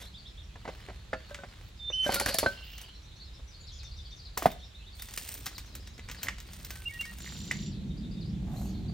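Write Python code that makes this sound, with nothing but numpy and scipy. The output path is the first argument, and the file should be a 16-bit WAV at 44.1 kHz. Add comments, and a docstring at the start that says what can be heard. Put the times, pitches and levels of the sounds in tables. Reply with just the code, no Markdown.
"""A stick scrapes and birds chirp; then firewood knocks as it is pulled off a pile and dropped into a
wicker basket, which creaks as it is lifted and carried away. The sticks thud, ring like free bars and rub
their bark; strained cane ticks and snaps; last, a glove brushes through leaves. One bird whistles close
by, others chirp and trill across the garden, over a low outdoor rumble that swells towards the end."""
import sys
import numpy as np
from scipy import signal
from scipy.fft import rfft, irfft, next_fast_len
from scipy.io import wavfile
from scipy.ndimage import map_coordinates

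SR = 44100
rng = np.random.default_rng(int(sys.argv[2]) if len(sys.argv) > 2 else 0)


def master(y):
    """Save y as 16-bit WAV."""
    cut = np.clip(np.atleast_2d(y).T, -1, 1)
    pcm = np.round(cut * 32767)  # scale
    wavfile.write(sys.argv[1], SR, pcm.astype(np.int16))


N = 393813

# Wood on wood. Each row: start in seconds, level in dB, thud in Hz, stick pitch in Hz, ring in dB re thud.
BLOWS = [(.556, -41.5, 700, 617, -21), (.653, -32.5, 880, 737, -14), (.677, -25.5, 765, 758, -19),
         (.686, -29.5, 504, 628, -20), (.884, -39, 430, 728, -9), (.897, -35.5, 670, 387, -15),
         (1.1305, -21, 1480, 520, -14.5), (1.134, -21, 1700, 640, -13), (1.31, -51.5, 660, 580, 12.5),
         (1.388, -49, 1630, 561, 7.5), (1.435, -34.5, 725, 578, -14), (1.9, -37, 513, 588, -14),
         (2.0625, -26.5, 475, 586, 2.5), (2.0925, -14.5, 765, 562, -17), (2.12, -32, 2400, 569, 1),
         (2.163, -28, 563, 1410, 1), (2.199, -25, 2510, 571, -9), (2.211, -21, 840, 566, -15),
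         (2.2615, -14.5, 1730, 587, -17), (2.285, -30.5, 1490, 615, -6.5), (2.345, -27, 684, 656, -8),
         (2.387, -30.5, 650, 584, -6.5), (2.429, -18, 606, 480, -38), (2.4345, -23.5, 715, 429, -9),
         (2.46, -17, 660, 564.6, -10.5), (2.462, -15, 1580, 1538, -6), (3.392, -53, 257, 386, -26),
         (4.373, -23, 980, 748, -16), (4.422, -25, 1180, 679, -11), (4.4568, -3, 710, 800, -38),
         (4.461, -25.5, 250, 435, -20)]
# Bending modes of a stick. Each row: multiple of its pitch, level in dB, t60 in seconds.
STICK_MODES = [(0.998, -1.5, 0.16), (2.701, -4.5, 0.14), (5.2, -14.5, 0.051)]
# Jostled sticks. Each row: frequency in Hz, level in dB.
CLATTER_SPECTRUM = [(60, 9.5), (200, 3.5), (700, 5.5), (1300, -2), (2100, -3), (2800, -10), (5000, -16.5),
                    (9000, -31.5), (16000, -81.5)]
# Boom of the loaded basket. Each row: frequency in Hz, level in dB.
BOOM_SPECTRUM = [(90, -29), (150, -4), (210, 5.5), (280, -0.5), (420, -18), (900, -63)]
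# Scrapes that swell and stop: sticks sliding over others, and at 6.26 s the wicker rubbing as the basket is
# carried. Each row: peak time in seconds, level in dB.
SLIDE_PEAKS = [(.022, -46.5), (2.077, -38.5), (2.141, -30.5), (2.21, -38), (2.29, -32), (2.41, -52),
               (2.49, -50), (4.44, -43.5), (6.26, -44.5)]
# Sliding bark. Each row: frequency in Hz, level in dB.
SLIDE_SPECTRUM = [(50, -35.5), (170, -9.5), (350, -8.5), (650, 0), (1100, -6), (1800, -2.5), (3300, -5.5),
                  (5500, -8), (8500, -13.5), (12000, -14), (14500, -17), (16000, -34.5)]
# Rubs, one list per stroke: bark as sticks are pulled off the pile, then wicker as a log settles into the
# basket. Each row: time in seconds, scrape in dB, crackle in dB.
RUB_STROKES = [
    [(.6, -64, -83), (.746, -54.5, -69.5), (.81, -56.5, -76), (.952, -61, -93), (1.168, -67, -85),
     (1.322, -56.5, -74), (1.5, -58, -89), (1.626, -56, -73), (1.7, -75, -65)],
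    [(2.48, -56.5, -56), (2.592, -59, -71), (2.692, -68.5, -56), (2.822, -58, -56), (2.9, -62, -92)],
    [(4.37, -61, -54.5), (4.44, -56.5, -55), (4.52, -62, -60), (4.6, -74.5, -86.5)],
]
# Dull scrape of bark and wicker. Each row: frequency in Hz, level in dB.
SCRAPE_SPECTRUM = [(100, -25), (250, -2.5), (700, -2.5), (1900, -1.5), (3000, -4.5), (6000, -13),
                   (16000, -28)]
# Bark crackle. Each row: frequency in Hz, level in dB.
CRACKLE_SPECTRUM = [(800, -20.5), (2500, 9.5), (5000, 1.5), (8000, -14), (10000, -25), (13500, -2),
                    (16000, 4)]

# Bark and wicker snaps. Each row: start in seconds, level in dB, brightness in dB, splinter share 0-1.
FIBRE_SNAPS = [(1.3449, -37, -16, .5), (2.1431, -25, 8.5, .06), (2.1984, -25, 4, .03),
               (2.2594, -25, 2, .02), (2.3427, -24.5, 4.5, .04), (2.385, -18, 3.5, .02),
               (2.7798, -42, -2.5, .2), (2.814, -41.5, 3.5, .05), (3.8318, -47, -9.5, .5),
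               (4.3752, -25.5, 3.5, .7), (4.425, -35, 1.5, .5), (4.4587, -37, 8.5, .3),
               (4.5155, -43, 5, .85), (4.9958, -40.5, -1.5, .1), (5.021, -36, 5.5, .5),
               (5.137, -38, -1, .5), (5.175, -27.5, 0.5, .25), (5.34, -41, 10.5, 0.8),
               (5.3763, -45, 9, .75), (5.4583, -32, 3.5, .5), (5.4648, -26.5, -5.5, .9),
               (5.5807, -34, -1, .75), (5.7518, -36.5, 2.5, .65), (5.8722, -46.5, -12, .4),
               (5.9927, -47, -22, .7), (6.0868, -40.5, -14.5, .3), (6.0974, -40, -15.5, .9),
               (6.113, -35, -2.5, .9), (6.2306, -28, 4, .95), (6.284, -30.5, -18, .9),
               (6.4017, -40.5, -2, 0.87), (6.5328, -40.5, 1, .6), (6.6471, -37, 4, .95),
               (6.755, -43, 1, 0.4), (6.705, -34.5, 0.5, .95), (7.0103, -34, -2, .4), (7.184, -44, 3, .3),
               (7.5132, -28.5, -14.5, 0.6)]
# Four bands of a snap, cane body to finest splinters. 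Each row: frequency in Hz, level in dB.
WOODY_SPECTRUM = [(100, -0.5), (400, -9), (1100, -4), (2000, 3), (3200, -5), (7000, -47)]
SHARP_SPECTRUM = [(1200, -19.5), (3000, -6), (5000, -3), (7500, -6), (11000, -27)]
FIZZ_SPECTRUM = [(6000, -38), (9000, 3), (12000, -0.5), (14000, -6)]
SPLINTER_SPECTRUM = [(11000, -36), (13300, 8.5), (15500, 7.5), (16200, -23.5)]
# The handle cracks under load. Each row: start in seconds, level in dB.
HANDLE_CRACKS = [(6.27, -27), (6.285, -18), (7.262, -33), (7.276, -32), (7.5114, -15.5)]
# Handle ring. Each row: frequency in Hz, level in dB, t60 in seconds.
HANDLE_MODES = [(2020, 1, 0.012), (1861, -16, 0.06), (1160, -21, .015)]
# Basket gripped, lifted, carried. Each row: time in seconds, scrape in dB, crackle in dB.
WICKER_STRAIN = [(4.95, -82, -70), (5.04, -62, -63), (5.18, -58.5, -56), (5.31, -52, -51),
                 (5.42, -60, -62.5), (5.7, -60.5, -75), (5.97, -70, -83), (6.24, -49.5, -68),
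                 (6.36, -62.5, -80), (6.55, -56, -61), (7.07, -59, -62.5), (7.29, -52.5, -62),
                 (7.65, -62, -72.5)]
# Cane clicks. Each row: frequency in Hz, level in dB.
WICKER_SPECTRUM = [(800, -14), (2500, 6), (5000, 4), (7500, 3), (9000, 9.5), (11500, -19), (13500, 8),
                   (16000, -1)]
# Groan of the flexing weave. Each row: frequency in Hz, level in dB.
GROAN_SPECTRUM = [(120, -25), (190, -11), (255, 3), (330, -6.5), (480, -9), (800, -20), (1500, -47)]
# Course of the groan. Each row: time in seconds, level in dB.
GROAN_ENVELOPE = [(5, -90), (5.3, -64), (5.75, -61.5), (6.3, -64.5), (6.9, -74)]
# Glove in leaves, one list per stroke. Each row: time in seconds, scrape in dB, crackle in dB.
GLOVE_STROKES = [
    [(8.42, -66, -81), (8.5, -52.5, -66), (8.58, -51, -53.5), (8.66, -55.5, -51.5), (8.73, -61.5, -65),
     (8.93, -65, -82)],
]
# Glove scrape and leaf crackle. 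Each row: frequency in Hz, level in dB.
GLOVE_SPECTRUM = [(300, -35), (520, -4.5), (720, 5), (950, -7), (1500, -15.5), (4000, -27), (9000, -39)]
LEAF_SPECTRUM = [(2000, -36), (6500, 12.5), (10000, 1.5), (13500, 10), (16000, -10)]

# Near bird. Each row: start and length in seconds, pitch in Hz, scoop from below as a share of pitch,
# level in dB, swell in dB, third harmonic in dB.
WHISTLE_NOTES = [(1.783, 0.131, 3577, -.1, -41.5, 20, -72.5), (1.916, .162, 3061, 0.49, -30.5, 2, -35.5),
                 (2.533, 0.33, 2770, -0.0055, -60, -7, -60), (6.69, .17, 1530, -.04, -60.5, 0, -40)]
# Falling call. Each row: delay and length in seconds, pitch in Hz, level in dB.
CALL_NOTES = [(0, 0.043, 2784, -34.5), (.036, .036, 2240, -43.5), (0.054, 0.091, 1885, -48.5)]
# Falling calls. Each entry: start in seconds.
CALL_STARTS_S = [6.851, 6.987]
# Far birds. Each row: start in seconds, note count, syllable name, middle pitch in Hz, level in dB.
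FAR_CHIRPS = [(.06, 1, "up", 4100, -55), (.172, 1, "arch", 4630, -55.5), (1.891, 2, "slur", 5830, -52.5),
              (3.192, 1, "arch", 4600, -57), (3.472, 1, "arch", 6040, -60), (3.6, 2, "pip", 7000, -61),
              (3.666, 2, "down", 4300, -52.5), (3.715, 2, "down", 5640, -57.5),
              (3.843, 3, "pip", 3647, -53.5), (3.908, 3, "up", 4660, -53.5), (3.963, 2, "up", 5770, -59),
              (4.157, 1, "down", 5500, -59), (4.245, 1, "down", 4370, -53), (4.921, 1, "arch", 4530, -57),
              (5.542, 1, "down", 4280, -52), (5.652, 1, "down", 5640, -61.5), (5.722, 3, "pip", 3920, -60),
              (5.794, 2, "up", 5150, -60.5), (6.17, 1, "down", 4470, -52.5), (7.707, 1, "down", 4380, -57),
              (7.895, 3, "pip", 3724, -57.5), (7.968, 3, "up", 4840, -58), (8.204, 1, "down", 4270, -55),
              (8.56, 1, "up", 4160, -56.5), (8.876, 1, "arch", 4730, -56)]
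# Chirps by name. Each row: length in seconds, start and end pitch over middle pitch, period in seconds.
SYLLABLE_SHAPES = {"down": (0.034, 1.29, 0.8, .116), "up": (0.021, .89, 1.1, .14),
                   "pip": (.03, .98, 0.91, .135), "arch": (0.034, 0.89, 0.82, .12),
                   "slur": (0.079, 1.09, .98, 0.12)}
# Trills. Each row: start, stop, period and length in seconds, start, middle and end in Hz, level in dB.
TRILL_RUNS = [(0.007, .42, 0.12, 0.036, 3180, 3510, 4300, -52),
              (2.097, 2.44, 0.007, 0.011, 5270, 4500, 3940, -42.5),
              (2.515, 2.88, 0.052, 0.032, 2704, 3020, 3660, -52.5),
              (4.497, 5.02, 0.12, 0.032, 3110, 3660, 3970, -53),
              (4.58, 4.9, 0.11, 0.044, 4420, 3350, 2980, -63),
              (7.196, 7.67, .0304, .025, 6790, 7170, 7200, -51.5),
              (7.201, 7.68, 0.033, 0.014, 5900, 5860, 5500, -51.5),
              (7.204, 7.66, .013, 0.0068, 5780, 4450, 3000, -53),
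              (7.2158, 7.68, 0.037, 0.0089, 6330, 3760, 2150, -47)]

# Low rumble, distant roar, still air, haze of birdsong. Each row: frequency in Hz, level in dB.
RUMBLE_SPECTRUM = [(13, -18), (22, -1.5), (37, -1.5), (54, 2), (64, 1), (80, -4), (113, -8.5), (182, -25),
                   (200, -48.5), (260, -90), (440, -120)]
ROAR_SPECTRUM = [(41, -44.5), (70, -3.5), (87, -6.5), (198, 2.5), (259, -12), (327, -13.5), (445, -25),
                 (642, -34.5), (700, -34), (910, -40), (1540, -120)]
AIR_SPECTRUM = [(100, -14), (300, 8), (700, 0.5), (1500, -0.5), (2500, 0.5), (5000, -6.5), (7000, -6),
                (9000, -14.5), (16000, -22)]
HAZE_SPECTRUM = [(1800, -22), (2800, -11), (3700, -4), (4500, -10), (5500, -22), (7200, -38), (9000, -41.5)]
# Course of rumble, roar and remote twitter. Each row: time in seconds, level in dB.
RUMBLE_ENVELOPE = [(0, -49.5), (.7, -47), (2.9, -50), (4, -45), (4.9, -50), (5.7, -46.5), (7.5, -48),
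                   (8, -41.5), (8.93, -37.5)]
ROAR_ENVELOPE = [(0, -63.5), (4.9, -68.5), (5.7, -61), (7.03, -59), (7.55, -40.5), (8.93, -39)]
CHORUS_ENVELOPE = [(0, -64.5), (3.3, -57.5), (4, -58.5), (7.4, -67.5), (7.8, -64.5), (8.93, -60)]
# Echo off trees and walls. Each row: frequency in Hz, unscaled t60 in seconds.
ECHO_DECAY = [(150, 0.69), (1000, 0.25), (3000, 0.71), (7000, 0.56), (15000, 0.2)]
# Stereo width of close sounds. Each row: frequency in Hz, side re middle in dB.
CLOSE_WIDTH = [(100, -22), (400, -13), (700, -12), (1300, -3), (2400, -11.5), (4400, -13.5), (8000, 1),
               (15000, -1)]


def knocks(contact_cycles=0.55, thud_cycles=16.5, clatter_db=-18.5, clatter_slope=0.59, boom_db=-24):
    """Each blow thuds, rings the stick, jostles its neighbours and shakes the basket."""
    out, t = np.zeros(N), np.arange(SR // 3) / SR
    for start_s, db, thud_hz, stick_hz, ring_db in BLOWS:
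        thud = np.sin(2 * np.pi * thud_hz * t) * decay(t, thud_cycles / thud_hz)
        clatter = noise(CLATTER_SPECTRUM, len(t)) * decay(t, t60_s=0.073)
        boom = noise(BOOM_SPECTRUM, len(t)) * decay(t, t60_s=0.089)
        contact = 1 - np.exp(-(t * thud_hz / contact_cycles) ** 2)  # longer contact, lower thud
        blow = amp(db) * (thud + amp(ring_db) * stick_ring(t, stick_hz) + amp(boom_db) * boom)
        add(out, start_s, contact * (blow + amp(clatter_db + clatter_slope * db) * clatter))
    return out


def stick_ring(t, pitch_hz, damping_hz=3200):
    """A free bar rings in bending modes of random strength; bark muffles the highest."""
    ring = np.zeros(len(t))
    for multiple, db, t60_s in STICK_MODES:
        hz = pitch_hz * multiple
        gain = amp(db + rng.standard_normal()) / (1 + (hz / damping_hz) ** 4)
        ring += gain * np.sin(2 * np.pi * hz * t) * decay(t, t60_s)
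    return ring


def slides(attack_s=0.024, release_s=0.029, ring_db=-9, boom_db=-12):
    """A sliding stick scrapes, which keeps it ringing and the basket booming."""
    t, pressure = np.arange(N) / SR, np.zeros(N)
    for peak_s, db in SLIDE_PEAKS:
        falloff = np.maximum((peak_s - t) / attack_s, (t - peak_s) / release_s)
        pressure = np.maximum(pressure, amp(db) * np.exp(-np.minimum(falloff, 20)))
    scrape = pressure * slips(SLIDE_SPECTRUM, rate_per_s=1000, scatter_db=4)
    stick = stick_ring(np.arange(SR // 3) / SR, pitch_hz=565)
    ring = np.std(scrape) * unit(signal.fftconvolve(scrape, stick)[:N])
    boom = pressure * noise(BOOM_SPECTRUM)
    return scrape + amp(ring_db) * ring + amp(boom_db) * boom


def rubbing(strokes, scrape_spectrum, crackle_spectrum, rate_per_s, scatter_db, scrape_db, crackle_db):
    """Surfaces catch and slip: a dull scrape under tiny clicks."""
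    scrape_gain, crackle_gain = np.sum([envelopes(rows) for rows in strokes], axis=0)
    scrape = scrape_gain * slips(scrape_spectrum, rate_per_s, scatter_db=-6.5)
    crackle = crackle_gain * slips(crackle_spectrum, rate_per_s, scatter_db)
    return amp(scrape_db) * scrape + amp(crackle_db) * crackle


def slips(spectrum, rate_per_s, scatter_db, t60_s=0.019):
    """Slips of random size and timing, each a decaying rasp cut off at 5 ms."""
    sizes = amp(scatter_db * np.minimum(rng.standard_normal(N), 2.3))
    impulses = (rng.random(N) < rate_per_s / SR) * sizes
    rasp = decay(np.arange(SR // 200) / SR, t60_s)
    power = np.convolve(impulses ** 2, rasp ** 2)[:N]
    return colour(np.sqrt(power) * rng.standard_normal(N), spectrum)


def handle(attack_s=0.00039):
    """Thick cane gives way with a short, hard ring."""
    out, t = np.zeros(N), np.arange(SR // 6) / SR
    ring = sum(amp(db) * np.sin(2 * np.pi * hz * t) * decay(t, t60_s) for hz, db, t60_s in HANDLE_MODES)
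    for start_s, db in HANDLE_CRACKS:
        add(out, start_s, amp(db) * ring * (1 - np.exp(-t / attack_s)))
    return out


def snap(bright_db, splinter_share, attack_s=0.001, shiver_db=-9.5):
    """A fibre cracks and the weave shivers; thinner fibres have less body, more top."""
    t = np.arange(SR // 6) / SR
    bands = WOODY_SPECTRUM, SHARP_SPECTRUM, FIZZ_SPECTRUM, SPLINTER_SPECTRUM
    woody, sharp, fizz, splinters = (noise(band, len(t)) for band in bands)
    top = np.sqrt(1 - splinter_share) * fizz + np.sqrt(splinter_share) * splinters
    burst = amp(-4 - 0.53 * bright_db) * woody + sharp + amp(-4 + bright_db) * top
    envelope = decay(t, t60_s=0.011) + amp(shiver_db) * decay(t, t60_s=0.089)
    return burst * (1 - np.exp(-t / attack_s)) * envelope


def snaps(small_count=10, small_db=-46, lift_s=5.05, stop_s=7.15):
    """Loud snaps of bark and wicker, plus small ones scattered through the carrying."""
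    out = np.zeros(N)
    for start_s, db, bright_db, splinter_share in FIBRE_SNAPS:
        add(out, start_s, amp(db) * snap(bright_db, splinter_share))
    slot_s = (stop_s - lift_s) / small_count
    for slot, (offset, splinter_share) in enumerate(rng.random((small_count, 2))):
        db, bright_db = rng.normal(small_db, 3), rng.normal(-5, 4)
        add(out, lift_s + (slot + offset) * slot_s, amp(db) * snap(bright_db, splinter_share))
    return out


def weave(tick_db=-1):
    """Canes tick against each other; the loaded basket groans."""
    _, strain = envelopes(WICKER_STRAIN)
    ticks = strain * slips(WICKER_SPECTRUM, rate_per_s=70, scatter_db=4, t60_s=0.004)
    groan = envelopes(GROAN_ENVELOPE)[0] * slips(GROAN_SPECTRUM, rate_per_s=120, scatter_db=8)
    return amp(tick_db) * ticks + groan


def friction():
    """Sliding sticks, rubbing bark, straining wicker and a glove among leaves."""
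    sticks = slides()
    bark = rubbing(RUB_STROKES, SCRAPE_SPECTRUM, CRACKLE_SPECTRUM,
                   rate_per_s=600, scatter_db=6, scrape_db=-1, crackle_db=3)
    wicker = rubbing([WICKER_STRAIN], SCRAPE_SPECTRUM, WICKER_SPECTRUM,
                     rate_per_s=520, scatter_db=4.5, scrape_db=-2.5, crackle_db=4)
    glove = rubbing(GLOVE_STROKES, GLOVE_SPECTRUM, LEAF_SPECTRUM,
                    rate_per_s=1600, scatter_db=2, scrape_db=0, crackle_db=-5.5)
    return sticks + bark + wicker + weave() + glove


def near_bird():
    """Long whistles that swell, hold or fade."""
    out = np.zeros(N)
    for start_s, length_s, hz, scoop, db, swell_db, third_db in WHISTLE_NOTES:
        note = whistle(length_s, hz, scoop, third_db, waver=0.001, taper=0.34)
        add(out, start_s, amp(db + swell_db * np.linspace(-0.5, 0.5, len(note))) * note)
    return out


def falling_call():
    """Three soft-edged notes step down, twice in a row."""
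    out = np.zeros(N)
    for start_s in CALL_STARTS_S:
        for delay_s, length_s, hz, db in CALL_NOTES:
            note = whistle(length_s, hz, scoop=0.03, third_db=-32, waver=0.006, taper=0.66)
            add(out, start_s + delay_s, amp(db) * note)
    return out


def whistle(length_s, hz, scoop, third_db, waver, taper, scoop_s=0.0062, flutter_db=1.46, knots_per_s=88):
    """A clear note settles on its pitch and trembles."""
    t = np.arange(round(length_s * SR)) / SR
    flutter, drift = (map_coordinates(knots, [t * knots_per_s], mode="mirror")
                      for knots in rng.standard_normal((2, 32)))
    pitch_hz = hz * (1 - scoop * np.exp(-t / scoop_s) + waver * drift)
    return amp(flutter_db * flutter) * bird_tone(pitch_hz, third_db, taper)


def far_birds():
    """Quick slurred chirps, each kind repeated at its own pace."""
    out = np.zeros(N)
    for start_s, count, kind, hz, db in FAR_CHIRPS:
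        length_s, start_ratio, end_ratio, period_s = SYLLABLE_SHAPES[kind]
        for k in range(count):
            note = syllable(length_s, [hz * start_ratio, hz, hz * end_ratio], waver=0.014, taper=0.6)
            add(out, start_s + k * period_s, amp(db) * note)
    return out


def trills(jitter_periods=0.023):
    """One syllable repeats, slightly uneven; the fastest runs fuse into a buzz."""
    out = np.zeros(N)
    for start_s, stop_s, period_s, length_s, *pitches_hz, db in TRILL_RUNS:
        for beat_s in np.arange(start_s, stop_s, period_s):
            note = syllable(length_s, pitches_hz, waver=0.025, taper=0.9)
            onset_s = beat_s + period_s * rng.normal(0, jitter_periods)
            add(out, onset_s, amp(db + rng.standard_normal()) * note)
    return out


def chorus(count=330, centre_hz=4100, length_s=0.03, gain_db=-1):
    """Many remote birds blur into a twitter."""
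    out = np.zeros(N)
    starts_s = rng.uniform(0, N / SR, count)
    for start_s, (height, size, *bend) in zip(starts_s, rng.standard_normal((count, 5))):
        pitches_hz = centre_hz * np.exp(0.14 * height + 0.12 * np.array(bend))
        add(out, start_s, amp(2 * size) * syllable(length_s, pitches_hz, waver=0.038, taper=0.68))
    twitter = unit(garden(out, wet_db=2, left_db=1, t60_scale=0.4))
    return amp(gain_db) * envelopes(CHORUS_ENVELOPE)[0] * twitter


def syllable(length_s, pitches_hz, waver, taper):
    """A note bends through three pitches; fast waver makes it raspy."""
    progress = np.linspace(0, 1, max(round(length_s * SR), 8))
    glide_hz = np.polyval(np.polyfit([0, 0.5, 1], pitches_hz, 2), progress)
    knots = rng.standard_normal(len(progress) // 64 + 2)
    drift = np.interp(progress, np.linspace(0, 1, len(knots)), knots)
    return bird_tone(glide_hz * (1 + waver * drift), third_db=-60, taper=taper)


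def bird_tone(pitch_hz, third_db, taper):
    """Sine plus third harmonic; taper is the share spent fading in and out."""
    phase = 2 * np.pi * np.cumsum(pitch_hz) / SR
    envelope = np.sqrt(2) * signal.windows.tukey(len(phase), taper)
    return envelope * (np.sin(phase) + amp(third_db) * np.sin(3 * phase))


def outdoors(rumble_db=1, roar_db=2, haze_db=-66, air_db=-62.5):
    """Low rumble, a distant roar that swells late, a haze of birdsong and still air."""
    rumble = envelopes(RUMBLE_ENVELOPE)[0] * stereo_noise(RUMBLE_SPECTRUM, side_db=-22)
    roar = envelopes(ROAR_ENVELOPE)[0] * stereo_noise(ROAR_SPECTRUM, side_db=-15)
    haze = stereo_noise(HAZE_SPECTRUM, side_db=-4.5)
    air = stereo_noise(AIR_SPECTRUM, side_db=-1.5)
    return amp(rumble_db) * rumble + amp(roar_db) * roar + amp(haze_db) * haze + amp(air_db) * air


def garden(x, wet_db, left_db, t60_scale=1):
    """Pan a source and add its echo off trees and walls, 5 ms late."""
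    hz, t, bins = signal.stft(rng.standard_normal((2, SR)), SR, nperseg=256)
    t60_s = t60_scale * log_interp(ECHO_DECAY, hz)[:, None]
    _, tail = signal.istft(bins * np.exp(-np.log(1000) * t / t60_s), SR, nperseg=256)
    delayed = np.pad(x, (SR // 200, 0))[None]
    echo = signal.fftconvolve(delayed, tail / np.linalg.norm(tail[0]), axes=1)[:, :N]
    return pan(x + amp(wet_db) * spread(echo, side_db=-4.5), left_db)


def mic_ports(x):
    """Close sound reaches the two microphone ports out of step, more so in the treble."""
    size = next_fast_len(N + SR // 2)
    side = 1j * amp(log_interp(CLOSE_WIDTH, np.fft.rfftfreq(size, 1 / SR)))
    return irfft(rfft(x, size) * [1 + side, 1 - side], size)[:, :N]


def amp(db):
    """Decibels to gain."""
    return 10 ** (np.asarray(db) / 20)


def unit(x):
    """Scale to rms 1."""
    return x / np.sqrt(np.mean(x ** 2) + 1e-20)


def decay(t, t60_s):
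    """Exponential fall, 60 dB in t60_s."""
    return np.exp(-np.log(1000) * t / t60_s)


def log_interp(points, hz):
    """Interpolate (Hz, value) points on a log axis."""
    knots_hz, values = np.transpose(points)
    return np.interp(np.log(hz + 1), np.log(knots_hz + 1), values)


def envelopes(rows):
    """Gain per sample for each dB column, silent outside the rows."""
    times_s, *columns = np.transpose(rows)
    return [amp(np.interp(np.arange(N) / SR, times_s, db, left=-140, right=-140)) for db in columns]


def add(track, start_s, x):
    """Mix x into the track."""
    first = max(0, round(start_s * SR))
    part = track[first:first + len(x)]
    part += x[:len(part)]


def colour(x, spectrum):
    """Filter x by the spectrum, to rms 1."""
    length = x.shape[-1]
    size = next_fast_len(length)
    response = amp(log_interp(spectrum, np.fft.rfftfreq(size, 1 / SR)))
    return unit(irfft(rfft(x, size) * response, size)[..., :length])


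def noise(spectrum, shape=N):
    """Coloured noise at rms 1."""
    return colour(rng.standard_normal(shape), spectrum)


def stereo_noise(spectrum, side_db):
    """Steady stereo noise."""
    return spread(noise(spectrum, (2, N)), side_db)


def spread(pair, side_db):
    """Middle and side to left and right."""
    middle, side = pair[0], amp(side_db) * pair[1]
    return np.array([middle + side, middle - side])


def pan(x, left_db):
    """Set the gain of left re right."""
    return x * amp([[left_db / 2], [-left_db / 2]])


def scene():
    """Wood just under the microphones, birds around."""
    blows = garden(knocks(), wet_db=-18.5, left_db=0.1)
    cracks = garden(handle(), wet_db=-13, left_db=-2.5, t60_scale=0.48)
    fibres = garden(snaps(), wet_db=-14, left_db=1, t60_scale=0.86)
    wood = mic_ports(blows + cracks + fibres + friction())
    whistles = garden(near_bird(), wet_db=-19, left_db=-3.5)
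    calls = garden(falling_call(), wet_db=-19, left_db=-1.5)
    chirps = garden(far_birds(), wet_db=-2.5, left_db=5, t60_scale=0.4)
    trilling = garden(trills(), wet_db=-3.5, left_db=0.5, t60_scale=0.37)
    return wood + whistles + calls + chirps + trilling + chorus() + outdoors()


def record(dry, low_cut_hz=33, top_hz=16150):
    """The microphones lose the deepest bass and the extreme treble; the right is slightly louder."""
    size = next_fast_len(N + SR // 2)
    hz = np.fft.rfftfreq(size, 1 / SR)
    response = (hz < top_hz) * (1 - 1 / (1 + (hz / low_cut_hz) ** 6))
    return pan(irfft(rfft(dry, size) * response, size)[:, :N], left_db=-1)


dry = scene()
out = record(dry)
master(out)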